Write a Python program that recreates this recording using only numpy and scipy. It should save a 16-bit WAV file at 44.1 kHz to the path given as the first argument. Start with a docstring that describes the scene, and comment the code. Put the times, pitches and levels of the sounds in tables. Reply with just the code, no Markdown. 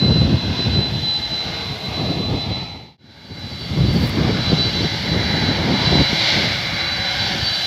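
"""An airliner rolls along a runway, seen head-on: one strong blade whine and weak blade tones over the jets' roar.
Gusts buffet the microphone from the start and the camera body ticks; the sound fades to silence near 3 s.
It fades up side-on with a second whine, the first a step lower, and another roar; a hand rustles on the body near 4 s.
Whines are sines over scattered paths, the weak tones wandering sines, roar and wind shaped noise in wavering bands;
hard slaps of wind are short rings, the ticks and the rustle bursts and grains of bright noise."""
import sys
import numpy as np
from scipy import signal
from scipy.fft import rfft, irfft, next_fast_len
from scipy.io import wavfile
from scipy.ndimage import uniform_filter1d

SR = 44100
rng = np.random.default_rng(int(sys.argv[2]) if len(sys.argv) > 2 else 0)


def master(y):
    """Save y as 16-bit WAV."""
    cut = np.clip(np.atleast_2d(y).T, -1, 1)
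    pcm = np.round(cut * 32767)  # scale
    wavfile.write(sys.argv[1], SR, pcm.astype(np.int16))


def gain_from_db(level_db):
    """Turn a decibel level (scalar or array-like) into a linear amplitude factor."""
    decades = np.asarray(level_db, float) / 20
    return 10 ** decades


N = 337806
T = np.arange(N) / SR
SLOW = T[::32]  # moments at which slow curves and slow chance are drawn
CUT_S = 2.9755  # head-on before, side-on after

# hardest slaps of wind on the microphone: start_s, peak_db
SLAPS = [(2.103, -12), (4.5, -12), (4.53, -3), (4.852, -11), (5.954, -4), (6.13, -11)]


def curves(table):
    """Reads the columns of a time table at the slow moments."""
    time_s, *columns = np.transpose(table)
    return [np.interp(SLOW, time_s, column) for column in columns]


def gain(slow_db):
    """Turns a slow dB curve into one gain a sample."""
    return np.interp(T, SLOW, gain_from_db(slow_db))


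def unit(x):
    """Scales a signal to rms 1."""
    return x / np.sqrt(np.mean(x ** 2))


def walk(rate):
    """Slow chance of spread 1: random levels held for 1 / rate seconds, then smoothed twice."""
    hold = max(int(1 / (rate * SLOW[1])), 2)
    held = np.repeat(rng.standard_normal(len(SLOW) // 2 + 1), hold)[:len(SLOW)]
    return unit(uniform_filter1d(uniform_filter1d(held, hold), hold))


def patchy(shape, own_db, own_rate, shared_db, count):
    """Shaped noise of rms 1 in count bands an octave; each band wavers alone and with a shared curve."""
    size = next_fast_len(N, True)
    octave = np.log2(np.maximum(np.arange(size // 2 + 1) * SR / size, 1))
    pitch_hz, density_db = np.transpose(shape)
    knots = np.log2(pitch_hz)
    inside = (octave >= knots[0]) & (octave <= knots[-1])
    spectrum = rfft(rng.standard_normal(size)) * inside
    spectrum = spectrum * gain_from_db(np.interp(octave, knots, density_db))
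    out = 0
    for centre in np.arange(knots[0], knots[-1] + 1 / count, 1 / count):
        # overlapping raised-cosine bands add up to the whole shape
        band = np.cos(np.pi / 2 * np.clip((octave - centre) * count, -1, 1)) ** 2
        noise = irfft(spectrum * band, size)[:N]
        out = out + noise * gain(own_db * walk(own_rate) + shared_db)
    return unit(out)


def handling():
    """Short bright ticks of the camera body and one grainy rustle: two envelopes on the same bright noise."""
    # ticks of the camera body: start_s, level_db
    ticks = [(1.0037, -54), (1.14, -50), (1.2926, -56), (1.8553, -46.5), (1.9816, -51.5), (2.1023, -51),
             (2.4145, -53), (2.4968, -50), (3.3927, -43), (3.5959, -45), (4.0742, -43), (4.0941, -45)]
    # a hand slides on the body: time_s, level_db
    rustle = [(3.91, -70), (3.935, -51), (4.07, -51), (4.10, -48), (4.12, -70)]
    bright = [(5000, -6), (7500, -1), (9000, -7), (12000, 0), (15700, -2)]  # pitch_hz, relative density_db
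    burst, after = np.zeros(N), np.arange(int(0.012 * SR)) / SR
    for start_s, level_db in ticks:
        start = int(start_s * SR)
        burst[start:start + len(after)] += gain_from_db(level_db) * np.exp(-after / 0.002)
    grain = gain(curves(rustle)[0] + 1.2 * walk(90))
    return (burst + grain) * patchy(bright, own_db=1, own_rate=30, shared_db=0, count=1)


def thumps():
    """Single large swirls slap the microphone port: a ring that drops from 340 Hz, settles at 170 Hz and dies."""
    out, after = np.zeros(N), np.arange(int(0.05 * SR)) / SR
    bend = 1 + np.exp(-after / 0.0045)
    ring = np.sin(2 * np.pi * 170 * after * bend) * np.exp(-after / 0.0099)
    for start_s, peak_db in SLAPS:
        start = int(start_s * SR)
        out[start:start + len(after)] -= gain_from_db(peak_db) * ring / ring.max()
    return out


def wind():
    """Pressure swirls on the microphone port: bursts that hit deep rumble and rough flutter together."""
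    # gusts: time_s, rumble_db, flutter_db
    gusts = [(0.0, -13.5, -21.5), (0.33, -16, -23.5), (0.42, -23, -34), (0.47, -17, -25.5),
             (0.56, -27.5, -31.5), (0.71, -13.5, -22.5), (0.83, -25.5, -32), (0.96, -24.5, -34.5),
             (1.22, -34.5, -52), (1.5, -28.5, -46), (1.86, -33, -47), (2.0, -22, -26), (2.12, -23.5, -28),
             (2.4, -17.5, -23.5), (3.23, -31, -36), (3.47, -22.5, -31.5), (3.6, -30.5, -35.5),
             (3.8, -11, -21.5), (4.06, -19.5, -28), (4.28, -20.5, -22.5), (4.45, -24, -34),
             (4.53, -20, -26), (4.65, -22.5, -28), (4.96, -26, -37), (5.15, -21.5, -26.5),
             (5.73, -20, -22.5), (5.92, -18.5, -26), (6.015, -14, -23), (6.04, -28, -40), (6.25, -30, -42),
             (6.44, -23.5, -26.5), (6.77, -30, -54), (7.05, -34, -59), (7.34, -28, -37), (7.66, -36, -60)]
    # noise shapes: pitch_hz, relative density_db
    rumble_shape, flutter_shape = [(20, -62), (33, -41), (56, -5.5), (97, 1), (180, -1.5), (280, -12),
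                                   (400, -33.5)], [(180, -2), (270, 1.5), (400, -2), (700, -11.5),
                                                   (1200, -21.5), (2000, -31)]
    rumble_db, flutter_db = curves(gusts)
    buffet = 2.13 * walk(50) + 0.76 * walk(20)
    rumble = gain(rumble_db) * patchy(rumble_shape, own_db=0.77, own_rate=25, shared_db=buffet, count=1)
    # a rough burst around each slap: level under its peak, half length
    burst_db, burst_s = -16.5, 0.019
    bursts = sum(gain_from_db(peak_db + burst_db) * np.exp(-((T - start_s) / burst_s) ** 2) for start_s, peak_db in SLAPS)
    flutter = patchy(flutter_shape, own_db=1.0, own_rate=20, shared_db=1.53 * buffet, count=1)
    return rumble + (gain(flutter_db) + bursts) * flutter


def tone(hz, wander, fade_db, fade_rate):
    """A sine of rms 1 whose path length (wander, in radians) and strength drift in the turbulent air."""
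    phase = 2 * np.pi * (np.cumsum(hz) / SR + rng.random())
    phase = phase + np.interp(T, SLOW, wander * walk(fade_rate))
    return unit(np.sin(phase) * gain(fade_db * walk(fade_rate)))


def jets(hz):
    """Jet roar and weak blade tones; eddies make the roar come in drifting patches."""
    # roar swells: time_s, low_roar_db, high_roar_db
    swells = [(0.0, -30.5, -32.5), (0.28, -31, -32), (0.74, -34, -32.5), (0.88, -34, -34.5),
              (1.03, -35, -33.5), (1.49, -32, -33), (1.8, -35, -37.5), (2.11, -31, -33.5),
              (2.54, -29, -29.5), (3.21, -36.5, -37), (3.61, -32, -32), (4.15, -30.5, -34),
              (4.6, -29, -27.5), (5.22, -27.5, -29.5), (5.63, -29, -30.5), (5.85, -25, -25),
              (6.3, -24, -21.5), (6.55, -27, -27), (6.87, -26, -29.5), (7.66, -28.5, -24.5)]
    # swells of the thin top of the jet noise: time_s, level_db
    top_swells = [(0.0, -58), (2.48, -53.5), (3.29, -55.5), (3.8, -51), (4.25, -52.5), (4.54, -51),
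                  (5.57, -52.5), (6.27, -49), (6.92, -52), (7.66, -46.5)]
    # weak blade tones: pitch over the first whine [ratio], head_on_db and side_on_db over the low roar
    blade_tones = [(.083, -12, -17.5), (0.1406, -22, -14.5), (0.427, -24.5, -22), (0.5293, -14, -13),
                   (0.694, -18.5, -19.5), (0.7218, -16.5, -16), (0.8364, -33, -16.5), (.859, -22, -24),
                   (1.0533, -28, -20.5), (1.1683, -21.5, -29), (2.575, -58, -48.5)]
    # noise shapes, low roar to thin top: pitch_hz, relative density_db
    head_shape, side_shape = [(250, -4.5), (500, -8), (790, 1.5), (1100, -8), (1500, -10), (1950, -8.5),
                              (2120, -2.5), (2300, -10), (2550, -7), (2900, -14)], [(250, -33), (500, -8.5), (820, -1.5), (1050, -10.5),
                                                (1700, -3), (1900, -5.5), (2150, -0.5), (2500, -9.5),
                                                (2900, -37)]
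    high_shape, edge_shape, top_shape = [(2300, -19), (2650, -6), (3500, 0.5), (4500, -1.5), (5000, -53)], [(4300, -10), (4700, 0.5), (5600, -5.5), (6700, -20),
                                                       (8000, -32), (9500, -55)], [(6000, 6), (7800, -0.5), (9000, -9.5),
                                                                     (10000, -4), (11700, -0.5),
                                                                     (13300, -5.5), (15700, -12)]
    low_db, high_db = curves(swells)
    edge_db = high_db + np.where(SLOW > CUT_S, -6, -7.5)  # bright edge under the high roar
    side_on = T > CUT_S
    eddies = 0.94 * walk(7.4)
    head = patchy(head_shape, own_db=4.0, own_rate=2.07, shared_db=eddies, count=5)
    side = patchy(side_shape, own_db=2.5, own_rate=2.314, shared_db=eddies, count=5)
    blades = 0
    for ratio, head_db, side_db in blade_tones:
        strength = np.where(side_on, gain_from_db(side_db), gain_from_db(head_db))
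        blades = blades + strength * tone(hz * ratio, wander=2.07, fade_db=2.5, fade_rate=24)
    low = gain(low_db) * (np.where(side_on, side, head) + blades)
    high = gain(high_db) * patchy(high_shape, own_db=1.15, own_rate=4.6, shared_db=eddies, count=5)
    edge = gain(edge_db) * patchy(edge_shape, own_db=0.57, own_rate=7, shared_db=eddies, count=4)
    # the thin top hardly wavers
    thin = patchy(top_shape, own_db=0.4, own_rate=8.3, shared_db=0.6 * walk(9), count=3)
    return low + high + edge + gain(curves(top_swells)[0]) * thin


def scattered(hz, share, slow_rate, quick, quick_rate):
    """A sine of rms 1: straight and scattered paths add as pressures, so swells are round and gaps sharp."""
    def drift(rate):
        """A scattered path: a complex pressure that wanders around zero."""
        return np.interp(T, SLOW, walk(rate)) + 1j * np.interp(T, SLOW, walk(rate))

    paths = 1 + share * drift(slow_rate) + quick * drift(quick_rate)
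    return unit(np.imag(paths * np.exp(2j * np.pi * np.cumsum(hz) / SR)))


def gaps(rows):
    """Where the paths of a whine cancel, the summed pressure sinks almost to nothing."""
    left = gain_from_db(-21)  # what remains at the bottom of a gap
    dips = 1
    for centre_s, half_s in rows:
        away = np.tanh((SLOW - centre_s) / max(half_s, 0.005))
        dips = dips * np.hypot(away, left) / np.hypot(1, left)
    return np.interp(T, SLOW, dips)


def whine(hz):
    """The two strong blade whines: scattered sines that swell slowly and drop out; the second only side-on."""
    # slow swells of each whine: time_s, level_db
    first_swells, second_swells = [(0.0, -18), (0.3, -28.5), (0.8, -22), (0.97, -26), (1.12, -21),
                                   (1.36, -22.5), (1.6, -31), (2.0, -28.5), (2.58, -18), (2.75, -27),
                                   (3.2, -37.5), (3.35, -32.5), (3.61, -31), (4.05, -35.5), (4.3, -34.5),
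                                   (4.59, -21.5), (4.9, -29.5), (5.15, -25), (5.6, -29), (6.04, -19.5),
                                   (6.2, -26), (6.6, -29), (6.84, -23), (7.3, -26), (7.66, -24)], [(3.05, -44), (3.4, -38), (3.7, -37.5), (3.97, -31),
                                                  (4.2, -41.5), (4.73, -29.5), (5.0, -37), (5.3, -35),
                                                  (5.6, -38), (6.2, -29.5), (6.7, -37), (6.91, -33.5),
                                                  (7.2, -36.5), (7.45, -25.5), (7.66, -30)]
    # drop-outs of each whine: centre_s, half_length_s
    first_gaps, second_gaps = [(.1, 0.0072), (.28, 0.024), (.36, 0.013), (.51, 0.024), (.69, 0.01),
                               (.91, 0.026), (1.01, 0.012), (1.21, 0.027), (1.29, 0.036), (1.78, 0.032),
                               (1.9, 0.02), (2.17, 0.022), (2.33, 0.065), (2.49, 0.042), (3.29, .02),
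                               (3.79, 0.014), (3.96, .05), (4.15, .03), (4.53, 0.027), (4.72, 0.024),
                               (4.83, .015), (5.02, 0.067), (5.69, 0.032), (5.84, 0.017), (6.12, 0.057),
                               (6.35, 0.021), (6.62, 0.036), (7.14, .03), (7.3, 0.01), (7.37, 0.057),
                               (7.45, 0.019)], [(3.83, 0.059), (4.08, 0.027), (4.55, 0.023),
                                                   (4.81, 0.016), (4.92, 0.025), (5.15, .05), (5.33, 0.013),
                                                   (5.63, 0.042), (6.13, 0.024), (6.37, 0.018), (6.69, .04),
                                                   (6.84, 0.022), (7.13, .03), (7.36, 0.025)]
    second_ratio = 1.1416  # pitch of the second whine over the first
    first = scattered(hz, share=0.13, slow_rate=19, quick=0.24, quick_rate=50)
    first = first * gain(curves(first_swells)[0]) * gaps(first_gaps)
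    second = scattered(hz * second_ratio, share=0.26, slow_rate=16, quick=0.75, quick_rate=54)
    second = second * gain(curves(second_swells)[0]) * gaps(second_gaps)
    # head-on, a loud whine gains a faint octave: its square, less a 1 ms mean that holds the offset
    square = gain_from_db(-52) * (T < CUT_S) * first ** 2 / np.std(first)
    octave = square - uniform_filter1d(square, 44)
    return first + (T > CUT_S) * second + octave


def scene():
    """Adds wind, handling, jets and whines at one microphone that feeds both channels."""
    # first whine, sinks slightly head-on, steps lower at the cut, nearly steady side-on: time_s, pitch_hz
    whine_pitch = [(0, 4018), (2.97, 4001), (2.98, 3988), (7.66, 3984)]
    hz = np.interp(T, *np.transpose(whine_pitch))
    return np.tile(handling() + thumps() + wind() + jets(hz) + whine(hz), (2, 1))


def roll_off(x):
    """The treble ends steeply here."""
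    return signal.sosfilt(signal.butter(12, 15670, fs=SR, output="sos"), x)


def record(dry):
    """The microphone loses the deepest bass and rounds the loudest buffets; an edit fades out and in at the cut."""
    bass_cut = signal.butter(2, 38, "highpass", fs=SR, output="sos")  # Hz
    heard = signal.sosfilt(bass_cut, dry)
    rounded = heard / (1 + np.abs(heard / 1.1) ** 4) ** (1 / 4)
    fade_s = 1.0  # each side of the cut
    fade = np.clip(np.abs(T - CUT_S) / fade_s, 0, 1)
    return roll_off(fade * rounded)


dry = scene()
out = record(dry)
master(out)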